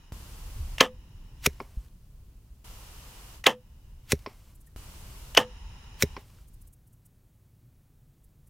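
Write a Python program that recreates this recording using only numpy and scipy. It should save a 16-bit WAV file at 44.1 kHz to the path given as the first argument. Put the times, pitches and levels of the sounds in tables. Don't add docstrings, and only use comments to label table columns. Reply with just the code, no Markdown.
import sys
import numpy as np
from scipy import signal
from scipy.fft import rfft, irfft, next_fast_len
from scipy.io import wavfile
from scipy.ndimage import uniform_filter1d

SR = 44100
rng = np.random.default_rng(int(sys.argv[2]) if len(sys.argv) > 2 else 0)


def materialize(psi):
    bounded = np.clip(np.atleast_2d(psi).T, -1, 1)
    quanta = np.round(bounded * 32767).astype(np.int16)
    wavfile.write(sys.argv[1], SR, quanta)


N = 374497
TIME = np.arange(N) / SR
AGE = np.arange(SR // 2) / SR


def undb(db):
    return 10 ** (np.asarray(db) / 20)


def add(track, s, sound):
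    i = int(round(s * SR))
    track[i:i + len(sound)] += sound[:N - i]


def bin_gains(colour, size):
    hz, db = np.transpose(colour)
    bins = np.maximum(np.arange(size // 2 + 1) * SR / size, 1)
    return undb(np.interp(np.log(bins), np.log(hz), db))


def noise(colour, size=len(AGE)):
    n = next_fast_len(size)
    y = irfft(rfft(rng.standard_normal(n)) * bin_gains(colour, n), n)[:size]
    return y / y.std()


def stereo_noise(colour, spread_hz=1300):
    highpass = signal.butter(1, spread_hz, "high", fs=SR, output="sos")
    side = signal.sosfilt(highpass, noise(colour, size=N))
    return noise(colour, size=N) + side * np.array([[1], [-1]])


def impulse(colour, size=2048):
    cepstrum = irfft(np.log(bin_gains(colour, size)))
    y = irfft(np.exp(rfft(2 * cepstrum[:size // 2], size)))
    return y / np.abs(y).max()


def resonant(peaks):
    hz = np.geomspace(100, SR / 2, 400)
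    gain = sum(undb(db) / (1 + ((hz - centre ** 2 / hz) / width) ** 2) for centre, width, db in peaks)
    return np.column_stack([hz, 20 * np.log10(gain)])


def tilted(colour, slope_db):
    return [(hz, db + slope_db * np.log2(hz)) for hz, db in colour]


def fade(t60, rise_s):
    return (1 - np.exp(-AGE / rise_s)) * 1000 ** (-AGE / t60)


def held(start_s, end_s, attack_s, release_s):
    return np.clip((TIME - start_s) / attack_s + .5, 0, 1) * np.clip((end_s - TIME) / release_s + .5, 0, 1)


def ring(modes, rise_s):
    detune = 1 + .004 * rng.standard_normal(len(modes))
    return sum((-1) ** k * undb(db) * np.sin(2 * np.pi * hz * detune[k] * AGE) * fade(t60, rise_s)
               for k, (hz, db, t60) in enumerate(modes))


def span_and_flight(linger_s=.18):
    return [(held(span[0], shot[0] - span[1], attack_s=.003, release_s=.1),
             held(shot[0], hit[0] + linger_s, attack_s=.06, release_s=.11))
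            for span, shot, hit in zip(HISS_SPANS, SHOTS, HITS)]


def dip(depth_db=-10, recovery_s=.2):
    return undb(depth_db * sum((TIME > s) * np.exp(-((TIME - s) / recovery_s) ** 2) for s, *_ in SHOTS))


# frequency_hz, level_db
STILL_AIR = [(60, -11.5), (115, 2.5), (200, -12), (400, -22.5), (1000, -31.5), (2200, -37), (5000, -39.5),
             (8000, -38), (10500, -37.5), (14000, -35.5), (16000, -35)]
HISS_COLOUR = [(180, -31), (300, -0.5), (667, -3.5), (1040, -1), (1750, -8.5), (2280, -8), (2880, -5),
               (3640, -9), (4830, -8), (5610, -9), (6850, -9), (15000, -11), (16000, -21)]
# centre_hz, width_hz, level_db
RUSH_PEAKS = [(400, 220, -5), (930, 340, 1), (1380, 75, -9.5), (1850, 590, -9), (2500, 200, -10.5),
              (2910, 350, -1.5), (3860, 410, -10.5), (5240, 640, -9), (5900, 300, -17), (6770, 400, -12.5),
              (9300, 1000, -18)]
# start_s, end_before_slam_s, click_db, rush_db, wind_db
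HISS_SPANS = [(0.122, 0.01, -30, -67.5, -44), (2.643, 0.075, -51.5, -62.5, -51), (4.762, 0.01, -32, -67.5, -46)]
# rush_db, wind_db
FLIGHTS = [(-67.5, -48), (-74, -63.5), (-58, -48.5)]
CALM_S = 6.69


def background(still_db=-61, thin_db=-74, span_db=-54.8, opening_db=-65):
    first_span_s = HISS_SPANS[0][0]
    wide = undb(thin_db) * dip() * held(first_span_s, CALM_S, attack_s=.002, release_s=.07)
    hollow = undb(opening_db) * held(0, first_span_s, attack_s=.002, release_s=.067)
    centre = undb(still_db) * noise(STILL_AIR, size=N)
    for (in_span, flying), span, (flight_db, _) in zip(span_and_flight(), HISS_SPANS, FLIGHTS):
        s, _, click_db, rush_db, _ = span
        wide = np.maximum(wide, undb(span_db) * in_span)
        hollow += undb(rush_db) * in_span + undb(flight_db) * flying
        add(centre, s, -undb(click_db) * np.exp(-AGE / .0045))
    return wide * stereo_noise(HISS_COLOUR) + hollow * stereo_noise(resonant(RUSH_PEAKS)) + centre


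# frequency_hz, level_db
WIND_COLOUR = [(15, -9.5), (30, 6), (65, 1), (120, -8), (200, -17), (400, -30.5), (900, -46), (2000, -72.5)]
# crest_s, half_length_s, level_db
GUSTS = [(.6, 0.037, -33), (.72, .05, -38.5), (2.169, 0.063, -48.5), (3.929, 0.07, -47),
         (5.65, 0.0797, -48), (6.6, .15, -54.5), (8.47, 0.044, -55)]
# start_s, level_db, pitch_hz, rise_s
BUFFETS = [(0.1232, -26, 42.8, 0.0011), (0.598, -18, 68.3, 0.018), (1.772, -21.5, 47.6, 0.0012)]


def wind(breeze_db=-52, calm_db=-62.5, gust_top_hz=110):
    breeze = undb(breeze_db) * dip() * held(0, CALM_S, attack_s=.0016, release_s=.2)
    power = undb(calm_db) ** 2 + breeze ** 2
    for (in_span, flying), (*_, span_db), (_, flight_db) in zip(span_and_flight(), HISS_SPANS, FLIGHTS):
        power += (undb(span_db) * in_span) ** 2 + (undb(flight_db) * flying) ** 2
    rumble = noise(WIND_COLOUR, size=N) + undb(-26) * noise(WIND_COLOUR, size=N) * np.array([[1], [-1]])
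    deep = signal.sosfilt(signal.butter(2, gust_top_hz, fs=SR, output="sos"), noise(WIND_COLOUR, size=N))
    gusts = sum(undb(db) * np.exp(-((TIME - s) / half_s) ** 2 / 2) for s, half_s, db in GUSTS)
    bumps = np.zeros(N)
    for s, db, hz, rise_s in BUFFETS:
        add(bumps, s, undb(db) * ring([(hz, 0, .13)], rise_s=rise_s))
    return rumble * np.sqrt(power) + deep * gusts + bumps


def bird(start_s=4.672, pitch_hz=1840, level_db=-55):
    out = np.zeros(N)
    add(out, start_s, undb(level_db) * np.sin(2 * np.pi * pitch_hz * AGE) * fade(t60=.05, rise_s=.004))
    return out


# start_s, tick_count, level_db
TICK_RUNS = [(4.556, 3, -61), (6.485, 2, -62), (6.620, 3, -59.5), (6.877, 2, -65.5), (7.062, 1, -58.5),
             (8.245, 1, -65.5), (8.476, 1, -65.5)]


def insect(gap_s=.058, width_s=.006):
    out = np.zeros(N)
    burst = np.exp(-(AGE / width_s - 5) ** 2 / 2)
    for s, count, db in TICK_RUNS:
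        for k in range(round(count)):
            rasp = noise([(4500, -16.5), (6800, -3), (9000, 4), (14500, 1), (16000, -9)])
            add(out, s + k * gap_s - 5 * width_s, undb(db) * rasp * burst)
    return out


# start_s, level_db, pitch_hz
KNOCK = (6.385, -60.5, 1500)


def small_knock():
    out, (s, db, hz) = np.zeros(N), KNOCK
    add(out, s, undb(db) * noise(resonant([(hz, hz, 0)])) * fade(t60=.04, rise_s=.001))
    return out


def hiss_and_crackle(hiss_db=-66, crackles_per_s=45, crackle_db=-54, scatter_db=3, decay_s=.3):
    out, hiss = np.zeros(N), noise(HISS_COLOUR, size=N)
    for s, *_ in HITS:
        out += undb(hiss_db) * hiss * held(s, s + .42, attack_s=.0099, release_s=.06)
        waits = np.cumsum(rng.exponential(size=20)) / crackles_per_s
        for wait, db in zip(waits, crackle_db + scatter_db * rng.standard_normal(20)):
            stalk = undb(db) * noise(BRIGHT_COLOUR) * fade(t60=.021, rise_s=.00031)
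            add(out, s + wait, stalk * np.exp(-wait / decay_s))
    return out


# frequency_hz, level_db
BRIGHT_COLOUR = [(290, -39), (500, -14.5), (1300, -6), (2810, -2.5), (4940, -7), (6330, -8), (9920, -11.5),
                 (14000, -9.5), (16000, -10.5)]


def vanes(swell_s=.018):
    swell = np.exp(-(AGE / swell_s) ** 2) + .14 * np.exp(-AGE / .031)
    return (noise(BRIGHT_COLOUR) * swell)[::-1]


# frequency_hz, level_db
CRACK_COLOUR = [(200, -8.5), (550, 3.5), (950, -12.5), (1400, -6.5), (2150, 4.5), (3100, -14.5),
                (3900, -2.5), (4600, -14.5), (5700, -2), (7800, -14), (12000, -13), (16000, -16)]
FAR_COLOUR = [(150, -2.5), (420, -0.5), (700, -0.5), (1050, -0.5), (1400, -9.5), (1800, -11), (2200, -5),
              (2900, -16), (3900, -22), (5400, -14.5), (6300, -38), (8000, -71), (11000, -79)]
# pitch_hz, level_db, t60_s
BLOCK_MODES = [(72.6, -8.5, 0.13), (137.9, -2.5, 0.0503), (243, -2.5, 0.034), (405.7, -1, 0.043),
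               (545.5, -5.5, 0.0269)]
# start_s, crack_db, rub_db, thud_db, vane_db, far_db, tilt_db_per_octave
HITS = [(1.4604, -15.5, -21.5, -19.5, -33, -36, -1), (4.1200, -14, -27.5, -15.5, -35, -35.5, 1.5),
        (6.024, -12, -22.5, -16, -34, -39, 1.5)]
# start_s, level_db
LAYER_SNAPS = [(1.4631, -3.5), (1.4656, -22.5), (4.1224, -13.5)]


def target(stop_s=.0092, travel_s=.142):
    out = np.zeros(N)
    for s, crack_db, rub_db, thud_db, vane_db, far_db, tilt_db in HITS:
        near, far = tilted(CRACK_COLOUR, tilt_db), tilted(FAR_COLOUR, tilt_db)
        add(out, s - len(AGE) / SR, undb(vane_db) * vanes())
        add(out, s, undb(crack_db + 7) * impulse(near))
        add(out, s, undb(crack_db + 5) * noise(near) * fade(t60=.0087, rise_s=.0001))
        add(out, s, undb(rub_db) * noise(near) / (1 + (AGE / stop_s) ** 12))
        add(out, s, undb(thud_db - 11.5) * ring(BLOCK_MODES, rise_s=.0022))
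        add(out, s + stop_s, undb(thud_db + 3.5) * ring(BLOCK_MODES, rise_s=.0024))
        straw = noise(CRACK_COLOUR) * undb(4 * np.repeat(rng.standard_normal(len(AGE) // 50), 50))
        crush = undb(-38.5) * fade(t60=.062, rise_s=.0011) + undb(-64) * fade(t60=.56, rise_s=.01)
        add(out, s + stop_s, straw * crush)
        back_s = s + travel_s
        scatter = noise(far) * (fade(t60=.03, rise_s=.00071) + undb(-20) * fade(t60=.33, rise_s=.0028))
        block_face = ring([(1065, 1, .039), (844, -5, .046)], rise_s=.00024)
        add(out, back_s, undb(far_db + 11) * impulse(far))
        add(out, back_s, undb(far_db + 4.5) * scatter + undb(far_db + 3) * block_face)
        add(out, back_s + stop_s, undb(far_db + 4.5) * ring(BLOCK_MODES[2:], rise_s=.001))
    for s, db in LAYER_SNAPS:
        add(out, s, undb(db) * noise(CRACK_COLOUR) * fade(t60=.012, rise_s=.0002))
    return out


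# frequency_hz, level_db
RELEASE_COLOUR = [(350, -34.5), (600, -6.5), (1280, -9), (2990, -3), (4160, -12.5), (5790, -9.5),
                  (8390, -18), (12800, -19.5), (16000, -30)]


def string_zip(pitch_hz, stroke_s, doubling_s=.0058, swell_s=.0028, roughness=.86, grit=.15):
    t = AGE[:int((stroke_s + .002) * SR)] - stroke_s
    hz = np.minimum(pitch_hz * 2 ** ((t + .005) / doubling_s), SR / 3)
    wobble = uniform_filter1d(rng.standard_normal(len(t)), size=16) * roughness
    phase = 2 * np.pi * np.cumsum(hz * (1 + wobble)) / SR
    swell = np.exp(-np.abs((t + .0019) / swell_s) ** 1.1) * np.clip((t[-1] - t) / .0028, 0, 1)
    return swell * (1.3 * np.sin(phase) + grit * noise(RELEASE_COLOUR, size=len(t)))


# frequency_hz, level_db
RATTLE_COLOUR = [(71, -41), (120, -12), (334, -7.5), (393, -11.5), (493, -0.5), (684, -8), (1260, -7.5),
                 (1460, -19.5), (1750, -8.5), (2290, -20.5), (3050, -9.5), (4230, -30), (5520, -26),
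                 (13000, -40.5), (16000, -49)]


def string_rattle(rate_hz=105, tap_s=.0019):
    jitter = np.repeat(rng.standard_normal(50), len(AGE) // 50)
    cycles = np.cumsum(rate_hz * (1 + .15 * jitter) / SR)
    taps = np.exp(-(cycles % 1) / rate_hz / tap_s)
    rattle = undb(-23) * noise(RATTLE_COLOUR) * fade(t60=.23, rise_s=.0035) * (1 + .8 * taps)
    ticks = undb(-24.5) * noise(BRIGHT_COLOUR) * fade(t60=.12, rise_s=.003) * taps
    return rattle + ticks


# frequency_hz, level_db
SLAM_COLOUR = [(71, -44), (120, -21.5), (454, -6.5), (1340, -10.5), (1680, -3.5), (2240, -7), (3050, 1.5),
               (3520, -13.5), (5080, -21), (6240, -13.5), (7350, -25), (13600, -37), (16000, -46)]
# pitch_hz, base_width_hz, level_db
FRAME_MODES = [(279, 23.5, -8), (440, 31, -6.5), (523, 17, -1), (670, 27.5, -5.5), (891, 22, -4),
               (1059, 32.5, -1.5), (1516, 85, -9), (2006, 19.5, -9), (2450, 26.5, -12.5), (2500, 48, -4.5),
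               (3110, 76, -3), (5900, 59, -16), (6400, 60.5, -17.5), (6770, 25, -22)]
# pitch_hz, level_db, t60_s
LIMB_MODES = [(805, -2.5, 0.15), (886, -2.5, 0.21), (1060, -4.5, 0.12), (1255, -3, 0.16), (1810, 0.5, 0.14),
              (1940, -4.5, 0.089), (2130, -4, 0.057), (3050, -5, 0.13), (3116, -6, 0.099),
              (3780, -19.5, .11)]
STRING_MODES = [(221.5, -13, 0.59), (501, -.5, 0.4)]
# slam_s, level_db, click_db, click_hz, zip_db, zip_hz, snap_db
SHOTS = [(0.8088, 1.5, -27.5, 2796, -10.5, 2955, -10.5), (3.4676, 1, -29.5, 1920, -9.5, 2550, -6.5),
         (5.3750, 1.5, -23, 2960, -11.5, 2710, -9.5)]


def bow(stroke_s=.026, second_cam_s=.0043, body_cutoff_s=.06, twang_cutoff_s=.128):
    out = np.zeros(N)
    frame_modes = [(hz, db, 1.9 / (width + 22)) for hz, width, db in FRAME_MODES]
    for s, db, click_db, click_hz, zip_db, zip_hz, snap_db in SHOTS:
        loose_s = s - stroke_s
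        jaw_noise = 1.2 * noise(RELEASE_COLOUR) * fade(t60=.01, rise_s=.00026)
        jaw_ring = ring([(click_hz, 2, .02)], rise_s=.00046)
        add(out, loose_s, undb(click_db) * (jaw_noise + jaw_ring))
        slide = noise(RELEASE_COLOUR) * fade(t60=.25, rise_s=.0011) / (1 + (AGE / stroke_s / 2) ** 4)
        add(out, loose_s - .003, undb(-42) * slide)
        add(out, loose_s, undb(zip_db) * string_zip(zip_hz, stroke_s))
        add(out, s, undb(-2) * impulse(SLAM_COLOUR))
        add(out, s + second_cam_s, undb(-7) * impulse(SLAM_COLOUR))
        slam = undb(-5.5) * noise(SLAM_COLOUR) * fade(t60=.032, rise_s=.00069)
        snap = undb(snap_db) * noise(BRIGHT_COLOUR) * fade(t60=.011, rise_s=.0018)
        frame = undb(-11) * ring(frame_modes, rise_s=.00089)
        limbs = undb(-28.5) * ring(LIMB_MODES, rise_s=.003)
        body = (limbs + string_rattle()) / (1 + (AGE / body_cutoff_s) ** 5)
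        twang = undb(-30.5) * ring(STRING_MODES, rise_s=.0043) / (1 + (AGE / twang_cutoff_s) ** 8)
        add(out, s - .001, undb(db) * (slam + snap))
        add(out, s, undb(db) * (frame + body + twang))
    return out


def scene():
    return bow() + target() + hiss_and_crackle() + small_knock() + insect() + bird() + wind() + background()


def record(dry, ceiling=.93, top_hz=16000):
    lowpass = signal.ellip(10, .2, 80, top_hz, fs=SR, output="sos")
    return signal.sosfilt(lowpass, np.clip(dry, -ceiling, ceiling))


dry = scene()
out = record(dry)
materialize(out)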